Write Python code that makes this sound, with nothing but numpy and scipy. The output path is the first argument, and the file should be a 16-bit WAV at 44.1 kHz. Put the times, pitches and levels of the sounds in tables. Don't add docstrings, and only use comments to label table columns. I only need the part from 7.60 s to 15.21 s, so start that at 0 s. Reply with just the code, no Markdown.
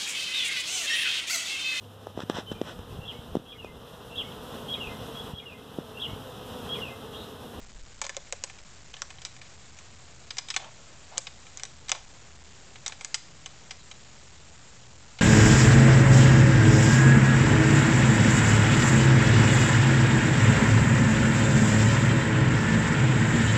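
import sys
import numpy as np
from scipy import signal
from scipy.fft import rfft, irfft
from scipy.io import wavfile

SR = 44100
rng = np.random.default_rng(int(sys.argv[2]) if len(sys.argv) > 2 else 0)


def generate_wav(signal):
    frames = np.transpose(np.atleast_2d(signal))
    scaled = np.clip(frames, -1, 1) * 32767
    pcm = np.round(scaled).astype(np.int16)
    wavfile.write(sys.argv[1], SR, pcm)


N = 335601

# f/Hz, relative density/dB
AIR_SPECTRUM = [(15, -43.5), (25, -9), (65, -2), (122, -3.5), (208, -9.5), (300, -16), (550, -14.5),
                (1000, -17), (2000, -19), (4000, -22), (6000, -23.5), (8000, -23)]
# f/Hz, bandwidth/Hz, relative level/dB
HUM_LINES = [(79.1, 4, -65.5), (6986, 420, -65.5), (7573, 36, -66)]
# peak t/s, half length/s, relative level/dB
WIND_GUSTS = [(0, .05, -42), (0.202, 0.053, -43), (0.703, .7, -57), (4.408, 0.07, -55)]
# t/s, f/Hz, level/dB
ENGINE_COURSE = [(.9, 122.7, -75.5), (1.4, 126, -61.5), (2.5, 127.7, -67), (3.3, 128, -69.5),
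                 (4.4, 132, -67), (5.9, 146.7, -67.5), (6.5, 123.1, -76), (7.61, 120.9, -61.5)]
# t/s, level near 2-4 kHz/dB re 1 ms at full scale, hardness/dB, spot
BLOWS = [(0.4161, -26.5, 7.5, "hollow"), (0.438, -33.5, -5.5, "edge"), (0.4437, -36.5, 6, "suet"),
         (0.4501, -35.5, 4, "hollow"), (0.4661, -34, 7, "cavity"), (0.494, -28.5, 2, "cavity"),
         (0.5669, -29.5, 5, "suet"), (0.7247, -26, 5, "suet"), (0.8382, -28.5, 8.5, "crust"),
         (0.898, -35.5, -3.5, "frame"), (1.3387, -31.5, -8, "bark"), (1.3664, -37.5, -6.5, "bark"),
         (1.4191, -29, 6.5, "slot"), (1.5034, -35.5, -4, "frame"), (1.584, -39.5, -10, "bark"),
         (1.6173, -38.5, 2, "bark"), (1.6504, -28, 3.5, "edge"), (1.8156, -36.5, -5, "frame"),
         (2.188, -40.5, 3, "frame"), (2.7059, -27, -1, "rim"), (2.7693, -35, 2, "frame"),
         (2.7829, -30.5, 4, "post"), (2.7849, -24, 5, "rim"), (2.8852, -31.5, -1, "edge"),
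         (2.9026, -25, 3.5, "rim"), (2.908, -27.5, -2.5, "rim"), (2.9403, -26, -5, "rim"),
         (2.9632, -16.5, -1, "frame"), (3.0435, -39, -5, "hollow"), (3.5733, -31, -3, "bark"),
         (3.5797, -25, 12.5, "crust"), (3.6686, -27.5, -6.5, "edge"), (3.973, -39, 10.5, "corner"),
         (3.9968, -35.5, 1, "frame"), (4.0343, -30.5, 8.5, "post"), (4.0524, -36, 4.5, "edge"),
         (4.2836, -33, -0.5, "edge"), (4.2938, -25, 4.5, "corner"), (4.317, -16, 3.5, "post"),
         (4.3488, -35, -8.5, "hollow"), (5.1567, -36.5, -8, "frame"), (5.262, -23, 1, "edge"),
         (5.2795, -34, 12, "corner"), (5.295, -38.5, -1, "hollow"), (5.3217, -31, -7, "frame"),
         (5.4095, -32, -1.5, "frame"), (5.447, -31, 10, "corner"), (5.5431, -19.5, 5, "rim"),
         (5.8597, -29, -1, "bark"), (6.1085, -28.5, -0.5, "bark"), (6.3133, -33, -4, "bark"),
         (7.587, -30, -8.5, "bark")]
STRUCK_SPOTS = {"suet": (561, 0.5, -11, 1, 6807), "crust": (544, -7, -6, -3, 6506),
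                "cavity": (560, -8, -1, 0.5, 2169), "hollow": (877.5, -4.5, -0.5, -6, 1122.5),
                "slot": (561, -12, 1, 0.5, 1397), "frame": (771, -9.5, -6, -4, 2338),
                "bark": (770, -10.5, -9, -6, 3100), "edge": (801.5, -13.5, -9.5, -7, 3749),
                "rim": (875.5, -17, -10, -9, 5056.5), "corner": (770.5, -11, -6, -7, 6919),
                "post": (768.5, -7, -8, 2, 5901)}
# f/Hz, bandwidth/Hz, relative level/dB
CONTACT_RESONANCES = [(1110, 280, -2.5), (1400, 1300, 1), (2445, 250, -9.5), (3570, 220, -10.5),
                      (4270, 870, -9), (5820, 310, 0.5), (6750, 1000, 6.5), (7970, 1200, 11.5)]
# f/Hz, relative level/dB, T60/s
WOOD_MODES = [(1112, -5.5, 0.073), (1294, -2, .045), (1510, -7, 0.039), (1753, -6, 0.038),
              (2100, -0.5, 0.038), (2347, -1, .055), (2530, -1, 0.037), (2967, 1.5, .036),
              (3214, 2.5, 0.032), (3488, -1, 0.045), (3780, -2, 0.042), (3954, 1, .04), (4223, -11.5, 0.06),
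              (4806, -3, .04), (5020, 2.5, 0.045), (5370, -4.5, 0.031), (5840, 0, 0.058), (6240, 8, 0.027),
              (6430, -10, 0.049), (6740, -2.5, 0.063), (7276, 2, 0.043), (7816, 3.5, 0.083)]
BLOW_BAND_EDGES = [380, 950, 1900, 4400, 8700]
# start t/s, length/s, groan level/dB, scrape over groan/dB
MOUNT_RUBS = [(0.423, 0.054, -54.5, -8), (2.979, 0.087, -48, -8.5), (3.052, 0.051, -50, -15),
              (3.504, 0.091, -49, -15.5), (4.334, 0.056, -50.5, -8)]
# start t/s, end t/s
PICKING_SPELLS = [(.5, 1.0), (1.37, 1.95), (3.85, 4.06)]


def undb(db):
    return 10 ** (np.asarray(db) / 20)


def unit(x):
    return x / np.sqrt(np.mean(x ** 2) + 1e-30)


def burst(x):
    return x / np.sqrt(np.sum(x ** 2) * 1000 / SR + 1e-30)


def band(x, lo_hz, hi_hz, order):
    return signal.sosfilt(signal.butter(order, [lo_hz, hi_hz], "band", fs=SR, output="sos"), x)


def fade(t, t60):
    return np.exp(-np.log(1000) * t / t60)


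def coloured(gain):
    hz = np.maximum(np.arange(N // 2 + 1) * SR / N, 1)
    return unit(irfft(rfft(rng.standard_normal(N)) * gain(hz), N))


def walk(rate_hz):
    return coloured(lambda hz: 1 / (1 + (hz / rate_hz) ** 4))


def swell_at(peak_s, half_s):
    return np.exp(-((np.arange(N) / SR - peak_s) / half_s) ** 2)


def add(out, s, x):
    i = int(s * SR)
    out[i:i + len(x)] += x[:max(N - i, 0)]


def air(level_db=-59, waver_db=.13):
    f, db = np.transpose(AIR_SPECTRUM)
    noise = coloured(lambda hz: undb(np.interp(np.log(hz), np.log(f), db)))
    noise /= np.std(band(noise, 200, 8000, order=3))
    return noise * undb(level_db + waver_db * walk(2.4))


def hum(gain_db=-1):
    return sum(undb(db + gain_db) * coloured(lambda hz: 1 / (1 + (2 * (hz - centre) / width) ** 2))
               for centre, width, db in HUM_LINES)


def wind(calm_db=-72, gain_db=-2):
    strength = undb(calm_db) + sum(undb(db) * swell_at(s, half) for s, half, db in WIND_GUSTS)
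    buffeting = unit(band(rng.standard_normal(N), 12, 37, order=2))
    return buffeting * strength * undb(gain_db)


def drone(hz, db, waver_db=3, drift=.02):
    phase = 2 * np.pi * np.cumsum(hz * (1 + drift * walk(8.8))) / SR
    return unit(np.sin(phase)) * undb(db + waver_db * walk(5))


def engine():
    t = np.arange(N) / SR
    times, hz, db = np.transpose(ENGINE_COURSE)
    return drone(np.interp(t, times, hz), np.interp(t, times, db))


def contact(t, spot_hz, crack_s=.00025, direct_db=-6, spot_db=-9, spot_t60=.0053):
    force = rng.standard_normal(len(t)) * t * np.exp(-t / crack_s)
    crack = sum(undb(db) * band(force, hz - width / 2, hz + width / 2, order=1)
                for hz, width, db in CONTACT_RESONANCES)
    spot = np.sin(2 * np.pi * spot_hz * t) * fade(t, spot_t60) * (1 - np.exp(-t / crack_s))
    return burst(crack + undb(direct_db) * force) + undb(spot_db) * burst(spot)


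def boards(t, spot_hz, spread=.005, place_db=4, spot_db=-10):
    hz, db, t60 = np.transpose(WOOD_MODES)[:, :, None]
    place, detune, turn = rng.standard_normal((3, len(hz), 1))
    phase = 2 * np.pi * (hz * (1 + spread * detune) * t + turn)
    modes = undb(db + place_db * place) * fade(t, t60) * np.sin(phase)
    dense_modes = rng.standard_normal(len(t)) * fade(t, t60=.055)
    spot = np.sin(2 * np.pi * spot_hz * t) * fade(t, t60=.018)
    return burst(modes.sum(0)) + burst(dense_modes) + undb(spot_db) * burst(spot)


def blow(hard_db, spot, ring_rise_s=.00046, panel_rise_s=.0023, flex_db=-2, knock_db=-4):
    panel_hz, thump_db, mid_db, crack_db, spot_hz = STRUCK_SPOTS[spot]
    crack_db += .98 * hard_db
    t = np.arange(int(.12 * SR)) / SR
    crack = contact(t, spot_hz)
    ring = boards(t, spot_hz) * (1 - np.exp(-t / ring_rise_s))
    swell = 1 - np.exp(-t / panel_rise_s)
    flex = burst(np.sin(2 * np.pi * panel_hz * t) * fade(t, t60=.042) * swell)
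    knock = burst(band(ring, *BLOW_BAND_EDGES[:2], order=2) * swell)
    out = undb(thump_db) * (undb(flex_db) * flex + undb(knock_db) * knock)
    levels_db, leans_db = (mid_db, 0, hard_db), (-4, -1, 2)
    for lo, hi, db, lean_db in zip(BLOW_BAND_EDGES[1:], BLOW_BAND_EDGES[2:], levels_db, leans_db):
        sharp = burst(band(crack, lo, hi, order=5))
        woody = burst(band(ring, lo, hi, order=5))
        out += undb(db) * burst(undb(crack_db + lean_db) * sharp + woody)
    return out


def woodpecker():
    out = np.zeros(N)
    for s, db, hard_db, spot in BLOWS:
        add(out, s, undb(db) * blow(hard_db, spot))
    return out


def garden_echo(x, near_s=.0057, near_db=-16, delay_s=.024, echo_db=-21, grain_db=4.6):
    t = np.arange(SR // 2) / SR
    noise, grain = rng.standard_normal((2, len(t)))
    returns = noise * undb(grain_db * grain) * fade(t, t60=.33) * (t > delay_s)
    response = band(returns, 350, 9000, order=1)
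    response *= undb(echo_db) / np.sqrt(np.sum(response ** 2))
    response[int(near_s * SR)] += undb(near_db)
    return signal.fftconvolve(x, response)[:N]


def rubbing(groan_hz=(620, 940), scrape_hz=(1100, 4200), grain_db=5):
    out = np.zeros(N)
    for s, length, db, scrape_db in MOUNT_RUBS:
        n = int(length * SR)
        noise, grain = rng.standard_normal((2, SR // 4))[:, :n]
        slips = noise * undb(grain_db * grain)
        groan = unit(band(slips, *groan_hz, order=1))
        scrape = undb(scrape_db) * unit(band(slips, *scrape_hz, order=2))
        add(out, s, undb(db) * signal.windows.tukey(n, .5) * (groan + scrape))
    return out


def picking(gap_s=.12, level_db=-46.5, scatter_db=6):
    out = np.zeros(N)
    for start, end in PICKING_SPELLS:
        times = np.arange(start, end, gap_s)
        for s, (late, strength) in zip(times, rng.uniform(-.92, 1, (len(times), 2))):
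            tick = undb(level_db + scatter_db * strength) * blow(hard_db=-1.5, spot="frame")
            add(out, s + gap_s * (late + 1) / 4, tick)
    return out


def far_tone():
    return drone(hz=383, db=-69.5) * swell_at(peak_s=4.97, half_s=.23)


def far_bird(start_s=6.175, length_s=.074, from_hz=4300, to_hz=3550, peak_db=-59):
    out, n = np.zeros(N), int(length_s * SR)
    phase = 2 * np.pi * np.cumsum(np.linspace(from_hz, to_hz, n)) / SR
    add(out, start_s, undb(peak_db) * np.hanning(n) * np.sin(phase))
    return out


def scene():
    background = air() + hum() + wind() + engine() + far_tone() + far_bird()
    feeder = woodpecker() + rubbing() + picking()
    return (background + feeder + garden_echo(feeder))[None]


def record(dry, camera_hz=16000, cutoff_hz=8000, step=.0056):
    fine_hz = np.lcm(camera_hz, SR)
    taps = signal.firwin(32 * fine_hz // camera_hz + 1, cutoff_hz, window=("kaiser", 9), fs=fine_hz)
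    sampled = signal.resample_poly(dry, camera_hz, SR, axis=1, window=taps)
    stepped = step * np.floor(sampled / step)
    return signal.resample_poly(stepped, SR, camera_hz, axis=1, window=taps)[:, :N]


dry = scene()
out = record(dry)
generate_wav(out)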